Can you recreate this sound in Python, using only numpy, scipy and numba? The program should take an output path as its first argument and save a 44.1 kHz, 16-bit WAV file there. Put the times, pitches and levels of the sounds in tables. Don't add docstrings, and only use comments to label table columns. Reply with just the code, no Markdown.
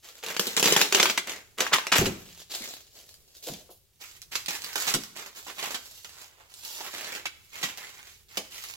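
import sys
import numpy as np
from scipy import signal
from scipy.fft import rfft, irfft
from scipy.io import wavfile
from scipy.ndimage import uniform_filter1d, map_coordinates
from numba import njit

SR = 44100
rng = np.random.default_rng(int(sys.argv[2]) if len(sys.argv) > 2 else 0)


def wav_out(sig):
    wavfile.write(sys.argv[1], SR, np.round(np.clip(np.atleast_2d(sig).T, -1, 1) * 32767).astype(np.int16))


N = 386316
TIME = np.arange(N) / SR

# pitch_hz, level_db
AIR_COLOUR = [(20, -10.5), (85, 0), (160, -12.5), (300, -23), (400, -13.5), (520, -26.5), (1200, -29.5),
              (16000, -25)]
# start_s, length_s, level_db, swell_db (start to end),
# brightness_db (high for a light touch)
STROKES = [(0.022, 0.28, -54, -15.5, 4.5), (0.221, 0.09, -38, 1.5, -1.5), (0.392, 0.12, -35.5, -1.5, 2.5),
           (0.625, 0.2, -29.5, 3.5, 0.5), (0.937, 0.16, -32, -5, -2.5), (1.264, 0.06, -38, 1.5, -2),
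           (1.573, 0.047, -32.5, -0.5, -2.5), (1.709, 0.041, -35, -1.5, -7), (1.948, 0.029, -23, -0.5, 2),
           (2.172, 0.23, -54, 7, 6.5), (2.492, 0.27, -42, -12, 7), (2.935, 0.057, -57.5, 4, 4.5),
           (3.073, 0.077, -58.5, -4, 13), (3.34, 0.043, -55, -7, 19.5), (3.422, 0.043, -46.5, 1, 18),
           (3.458, 0.14, -47.5, -12.5, 9), (3.701, 0.016, -51, -11, 28), (3.993, 0.16, -52, -7.5, 5.5),
           (4.309, 0.1, -41.5, -3, 3.5), (4.478, 0.078, -39.5, 1.5, 3.5), (4.622, 0.15, -43.5, 0, 2.5),
           (4.76, 0.15, -35, 2, 4), (5.148, 0.12, -45, -2, 1), (5.345, 0.068, -48.5, -0.5, 5.5),
           (5.461, 0.057, -42, -13, -1), (5.556, 0.086, -41.5, 13, -0.5), (5.695, 0.082, -45.5, 0.5, 3),
           (6.045, 0.17, -52.5, 11, 3), (6.272, 0.25, -61.5, -2.5, -4), (6.629, 0.15, -43, 0, 9.5),
           (6.775, 0.1, -41.5, -3.5, 1), (6.915, 0.24, -41, 2.5, -0.5), (7.514, 0.18, -43.5, 3.5, 1.5),
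           (7.751, 0.41, -52, -16, 1), (8.281, 0.11, -53, 10.5, 3), (8.495, 0.34, -45.5, 3.5, 5.5)]
# pitch_hz, level_db
SLIDE_COLOUR = [(60, -29), (170, -10.5), (380, -0.5), (1000, -1), (2200, 1), (5500, -4.5), (7600, -3.5),
                (8500, -14.5), (12400, -10.5), (16000, -14)]
# time_s, level_db
SLIDE_BASS = [(0.3, 1), (1.3, 2.5), (1.8, 2.5), (2.55, 3.5), (3.1, 12.5), (3.7, 17), (4.05, -4), (4.85, -6),
              (5.22, 0), (7.1, -0.5), (8.7, -7)]
# time_s, pitch_hz, strength (plain factor)
WALL_RINGING = [(1.2, 2870, 0.16), (1.55, 1150, 0.8), (1.95, 1135, 0.46), (2.501, 3994, 0.84),
                (3.1, 4490, 0.17), (4.5, 1858, 0.44), (5.2, 1111, 0.16), (5.62, 846.6, 0.47),
                (5.9, 840, 0.2), (6.86, 910, 1.4), (6.95, 2003, 0.25), (7.3, 2300, 0.48)]
# time_s, length_ms, level_db, hollowness_db
SLIPS = [(0.366, 2.2, -21.5, 0.5), (0.3953, 1.6, -12.5, -6.5), (0.47, 1.15, -18.5, -12.5),
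         (0.567, 1.35, -14, -4), (0.575, 5.2, -18.5, 3), (0.597, 2, -14.5, -3.5), (0.628, 2.5, -13, -4),
         (0.6417, 4.2, -18.5, -2.5), (0.657, 4.9, -15, -3.5), (0.674, 2.4, -16, 2.5),
         (0.7103, 1.5, -19, -5.5), (0.724, 2.1, -10.5, -2), (0.7644, 1.3, -7.5, 1.5),
         (0.8149, 2.3, -9.5, 0), (0.925, 2, -13, 1), (0.948, 2.6, -9.5, 0), (0.999, 3.9, -13, 2),
         (1.0289, 3.4, -12.5, 0.5), (1.0562, 2.2, -13, 12), (1.098, 4.9, -19, 3), (1.176, 5.6, -18.5, 6.5),
         (1.605, 4.2, -16, 2), (1.666, 1.34, -19.5, 15.5), (1.732, 13.8, -15.5, 8), (1.76, 1.7, -19, 11),
         (1.784, 3.2, -21.5, 10.5), (1.869, 1.6, -20.5, 5.5), (1.919, 25, -18.5, 7.5),
         (2.057, 11.6, -25, -2.5), (4.355, 2.65, -20.5, -2), (4.483, 7, -27, 0), (4.757, 3, -21.5, 2.5),
         (4.874, 21, -27.5, 2), (4.939, 7.9, -20, -1), (5.594, 1.8, -33.5, 19), (5.745, 9.2, -29, 5),
         (6.046, 3.5, -36.5, 3), (6.869, 18, -41, 7), (7.256, 8.1, -29, 9.5), (7.629, 23, -28.5, 6),
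         (8.372, 6.6, -25.5, -3.5)]
# pitch_hz, level_db
CREAK_COLOUR = [(50, -35), (110, -21.5), (180, -2.5), (270, -7), (380, -1.5), (580, -7), (1150, -4.5),
                (1750, -4.5), (3000, -1.5), (4700, -4.5), (7300, -5), (8700, -14.5), (12400, -13),
                (16000, -18.5)]
# time_s, pitch_hz, strength (plain factor)
HOOP_RINGING = [(0.6, 460, 0.94), (1.03, 370, 1.2), (1.25, 390, 0.03)]
# time_s, level_db, centre_hz
THUMPS = [(1.986, -16.5, 108), (2.014, -16, 286), (2.04, -23, 200), (2.067, -18.5, 257),
          (2.606, -37.5, 237), (2.674, -45, 420), (3.471, -26.5, 560), (3.498, -35.5, 186),
          (3.69, -41.5, 577), (4.943, -24.5, 264), (7.629, -36.5, 186), (8.372, -28, 510)]
# pitch_hz, level_db, fade_s (time to fall by 60 dB)
TABLE_MODES = [(110.4, -4.5, 0.45), (169.3, -8, 0.52), (204.3, 4, 0.2), (250.4, 2, 0.15), (396, -13, 0.21),
               (515.6, 11, 0.12), (706, 6, 0.15)]
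# time_s, level_db (peak of the jerk before colouring)
TICKS = [(2.349, -34), (3.092, -33.5), (3.142, -33), (3.351, -38), (3.426, -36), (3.472, -21),
         (4.218, -24.5), (4.227, -30), (4.461, -18), (4.62, -21), (4.64, -23), (4.645, -16.5), (5.037, -21),
         (6.54, -29.5), (7.775, -21.5)]
# pitch_hz, level_db
TICK_COLOUR = [(200, -12), (1200, 1), (4500, 12), (12000, 1), (16000, 0)]
# time_s, starting_pitch_hz, level_db
SQUEAKS = [(2.61, 1910, -45), (7.815, 1680, -48.5)]

AIR_DB = -67
ROOM_FADE_LOW_S, ROOM_FADE_HIGH_S = 0.95, 0.6
CHANGE_WHEEL_S = 3.9
TOP_HZ = 15900
FIDGET_DB, FIDGET_SWING_DB, FIDGET_BRIGHT_DB = -67, 8, 12
STROKE_ATTACK_S, STROKE_ATTACK_SHARE, STROKE_RELEASE_DB_PER_S = 0.006, 0.065, 219.5
JUDDER_FROM_DB = -46
JUDDER_PER_S, JUDDER_MS, JUDDER_DB, JUDDER_SCATTER_DB = 55, 1.73, 5.5, 3
TICK_MS = 0.57
SQUEAK_S, SQUEAK_RISE_HZ_PER_S = 0.047, 8400


def undb(db):
    return 10 ** (np.asarray(db) / 20)


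def unit(x):
    return x / np.sqrt(np.mean(x ** 2))


def on_log_axis(points, hz):
    f, db = np.transpose(points)
    return np.interp(np.log(np.maximum(hz, 1)), np.log(f), db)


def colour(x, points):
    gain = undb(on_log_axis(points, np.fft.rfftfreq(N, 1 / SR)))
    return irfft(rfft(x) * gain, N)


def response(db, size=2048):
    cepstrum = irfft(np.log(undb(db)))
    cepstrum[1:size // 2] *= 2
    cepstrum[size // 2 + 1:] = 0
    return irfft(np.exp(rfft(cepstrum)))


def filtered(x, hz, kind, order=2):
    return signal.sosfilt(signal.butter(order, hz, kind, fs=SR, output="sos"), x)


def add(track, s, x):
    i = max(int(s * SR), 0)
    track[i:i + len(x)] += x[:N - i]


def walk(rate):
    return unit(np.interp(TIME * rate, np.arange(N // 20), rng.standard_normal(N // 20)))


@njit
def resonate(x, hz, width):
    y, band, low = np.empty(len(x)), 0., 0.
    for i in range(len(x)):
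        g = np.tan(np.pi * hz[i] / SR)
        v = (band + g * (x[i] - low)) / (1 + g * (g + width[i]))
        band = 2 * v - band
        low = low + 2 * g * v
        y[i] = width[i] * v
    return y


def second_wheel(s):
    return np.clip((s - CHANGE_WHEEL_S) * 10, 0, 1)


def air():
    mid, left, right = (unit(colour(x, AIR_COLOUR)) for x in rng.standard_normal((3, N)))
    level = undb(AIR_DB + 2 * walk(4.4))
    return level * (mid + 0.99 * np.array([left, right]))


def strokes():
    power = undb(FIDGET_DB + FIDGET_SWING_DB * walk(7)) ** 2
    bright, t = power * FIDGET_BRIGHT_DB, TIME[:SR]
    for s, length, db, swell_db, bright_db in STROKES:
        held_db = db + swell_db * (np.clip(t / length, 0, 1) - .5)
        release_db = STROKE_RELEASE_DB_PER_S * (t - length).clip(0)
        attack = np.clip(t / (STROKE_ATTACK_S + STROKE_ATTACK_SHARE * length), 0, 1)
        gain = attack * undb(held_db - release_db)
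        add(power, s, gain ** 2)
        add(bright, s, gain ** 2 * bright_db)
    return 10 * np.log10(power), bright / power


def sliding(rub_db, treble_db, smooth=0.4, sizzle_db=-16, flutter_db=1.5, gain_db=-0.5):
    bass_db = np.interp(TIME, *np.transpose(SLIDE_BASS))
    catch_rate, catch_db, catch_s = 190, 4.2, .0006
    catches = (rng.random(N) < catch_rate / SR) * undb(catch_db * rng.exponential(size=N).clip(0, 3))
    catches = unit(signal.lfilter([1], [1, -np.exp(-1 / (catch_s * SR))], catches))
    share = np.clip(smooth + 0.01 * treble_db, .1, .9)
    roughness = np.sqrt(share + (1 - share) * catches ** 2)
    hiss = unit(colour(rng.standard_normal((2, N)) * roughness, SLIDE_COLOUR))
    bass = colour(hiss, [(400, -2.5), (650, -1.0), (1400, -42.0)])
    treble = colour(hiss, [(1200, -50), (2800, -4.5), (4500, 3.0), (11000, 3.5)])
    sizzle = colour(hiss, [(7000, -50), (10000, 0)])
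    parts = [(bass, undb(bass_db)), (hiss - bass - treble, 1), (treble, undb(treble_db)),
             (sizzle, undb(2 * treble_db + sizzle_db))]
    strength = np.sqrt(sum(np.var(x) * g ** 2 for x, g in parts))
    sound = sum(x * g for x, g in parts) / strength
    return sound * undb(rub_db + flutter_db * walk(45) + gain_db)


def foam_wall(x, width=0.49, wobble=0.024):
    s, hz, strength = np.transpose(WALL_RINGING)
    hz = np.interp(TIME, s, hz) * np.exp(wobble * walk(32))
    strength = np.interp(TIME, s, strength)
    ringing = np.array([resonate(row, hz, width / (1 + strength)) for row in x])
    return (x + strength * ringing) / np.sqrt(1 + 0.27 * strength ** 2)


def placed(x, pan_db, lag_ms):
    left = map_coordinates(x, [np.arange(N) - lag_ms * SR / 1000], order=3)
    return np.array([left * undb(pan_db / 2), x * undb(-pan_db / 2)])


def room(x, early_db, late_db, early_s=0.015, size=2048):
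    t = TIME[:SR // 4]
    mid, side = rng.standard_normal((2, N))
    paths = mid + filtered(side, 600, "highpass", order=1) * np.array([[1], [-1]])
    low = filtered(paths, 610, "lowpass", order=1)
    early = undb(early_db) * unit(np.exp(-t / early_s) * (t > .0015))

    def fade(fade_s):
        late = np.exp(-np.log(1000) * t / fade_s) * np.clip(t / 0.011 - .5, 0, 1)
        return np.hypot(early, undb(late_db) * unit(late)) / np.sqrt(2 * len(t))

    fade_low, fade_high = fade(ROOM_FADE_LOW_S), fade(ROOM_FADE_HIGH_S)
    out, window = np.zeros((2, N)), signal.get_window("hann", 2 * size)
    for i in range(0, N - 2 * size, size):
        k = rng.integers(N - len(t))
        echo = low[:, k:k + len(t)] * (fade_low - fade_high) + paths[:, k:k + len(t)] * fade_high
        piece = x[i:i + 2 * size] * np.sqrt(window)
        wet = signal.fftconvolve(piece[None], echo, axes=1)[:, :N - i]
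        out[:, i:i + wet.shape[1]] += wet
    return out


def slip(length_ms, body, lead_share=0.042, lead_ms=3, snap=0.33, grain_db=2.0, size=4096):
    start, rise_ms = size // 8, .55
    ms = (np.arange(size) - start) / SR * 1000
    before = ms.clip(None, 0)
    build = (np.exp(before / rise_ms) + lead_share * np.exp(before / lead_ms)) / (1 + lead_share)
    clumps = undb(grain_db * unit(uniform_filter1d(rng.standard_normal(size), size=32)))
    burst = rng.standard_normal(size) * clumps * build * np.exp(-(ms.clip(0) / length_ms) ** 2)
    burst /= np.linalg.norm(burst)
    burst[start] -= snap / np.sqrt(length_ms)
    sound = signal.fftconvolve(burst, body)
    return sound / np.linalg.norm(sound) * np.sqrt(length_ms * SR / 1000)


def creaks(rub_db, bright_db, treble_share=0.6, second_bright_db=2.0, light_touch=0.94, gain_db=-1.5,
           size=4096):
    out, hz = np.zeros((2, N)), np.fft.rfftfreq(size // 2, 1 / SR)
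    foam = on_log_axis(CREAK_COLOUR, hz)
    events = []
    for s, length_ms, db, hollow_db in SLIPS:
        treble_db = second_bright_db * second_wheel(s) - treble_share * hollow_db
        tilt = on_log_axis([(420, -hollow_db), (900, 0.0024), (2000, 0),
                            (4500, 1.1 * treble_db), (13000, 1.5 * treble_db)], hz)
        events.append((s, length_ms, db, response(foam + tilt)))
    wait, scatter = rng.standard_normal((N // 300, 2)).T
    times = np.cumsum(np.exp(.5 * wait)) / JUDDER_PER_S
    plain = response(foam)
    for s, chance in zip(times, scatter.clip(-2, 2)):
        i = int(s * SR)
        if i < N and rub_db[i] - bright_db[i] > JUDDER_FROM_DB:
            db = rub_db[i] + JUDDER_DB - light_touch * bright_db[i] + JUDDER_SCATTER_DB * chance
            events.append((s, JUDDER_MS, db, plain))
    for s, length_ms, db, body in events:
        for face in out:
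            add(face, s - size / 8 / SR, slip(length_ms, body) * undb(db + gain_db))
    return out


def hoop(x, width=0.11):
    s, hz, strength = np.transpose(HOOP_RINGING)
    hz, widths = np.interp(TIME, s, hz), np.full(N, width)
    hum = np.array([resonate(row, hz, widths) for row in x])
    return x + np.interp(TIME, s, strength) * hum


def thumps(thud_db=0, thud_s=0.024, ring_db=-3, spread=1.82, sway_db=-11, sway_hz=85, gain_db=-2):
    out, t = np.zeros(N), TIME[:SR // 2]
    for s, db, hz in THUMPS:
        chance = rng.standard_normal((len(TABLE_MODES), 2))
        ring = np.zeros(len(t))
        for k, ((f, d, fade_s), (a, b)) in enumerate(zip(TABLE_MODES, chance)):
            tone = np.sin(2 * np.pi * f * (1 + 0.02 * b) * t)
            ring += undb(d + 2 * a) * tone * np.exp(-np.log(1000) * t / fade_s) * (-1) ** k
        thud = rng.standard_normal(len(t)) * np.exp(-t / thud_s)
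        sway = unit(filtered(thud, sway_hz, "lowpass")) * (170 / hz) ** 1.5
        band = [hz / spread, hz * spread ** 0.56]
        ring, thud = (unit(filtered(x, band, "bandpass")) for x in (ring, thud))
        blow = undb(ring_db) * ring + undb(thud_db) * thud + undb(sway_db) * sway
        add(out, s, blow / np.abs(blow).max() * undb(db + gain_db))
    return out


def ticks(tail_db=-13, size=512):
    out, ms = np.zeros(N), TIME[:size] * 1000
    body = response(on_log_axis(TICK_COLOUR, np.fft.rfftfreq(size, 1 / SR)), size=size)
    for s, db in TICKS:
        jerk = undb(tail_db) * rng.standard_normal(size) * np.exp(-ms / TICK_MS)
        jerk[0] = 1
        add(out, s, np.convolve(jerk, body) * undb(db))
    return out


def squeaks(width=0.18):
    out, t = np.zeros(N), TIME[:SR // 4]
    for s, hz, db in SQUEAKS:
        pitch, widths = hz + SQUEAK_RISE_HZ_PER_S * t, np.full(len(t), width)
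        once = resonate(rng.standard_normal(len(t)), pitch, widths)
        tone = unit(resonate(once, pitch, widths))
        add(out, s, tone * np.sin(np.pi * np.clip(t / SQUEAK_S, 0, 1)) * undb(db))
    return out


def scene():
    rub_db, bright_db = strokes()
    bumps, floor, second = thumps(), air(), second_wheel(TIME)
    foam = sliding(rub_db, bright_db) + squeaks() + creaks(rub_db, bright_db)
    towards, away = hoop(foam_wall(foam))
    clicks = ticks()
    towards, away = towards + clicks, away + 0.76 * clicks
    lag_ms = np.interp(second, [0, 1], [-.03, .16]) + 0.055 * walk(20)
    direct = placed(towards, np.interp(second, [0, 1], [-1, -6]), lag_ms)
    walls = room(away * undb(1.75 * second), early_db=0.5, late_db=-10)
    walls = walls * undb(np.array([[-1], [1]]) * second)
    bump_echoes = room(bumps, early_db=-4, late_db=-13, size=4096)
    return direct + walls + bumps + bump_echoes + floor


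def record(dry):
    return signal.sosfilt(signal.ellip(10, .2, 70, TOP_HZ, fs=SR, output="sos"), dry)


dry = scene()
out = record(dry)
wav_out(out)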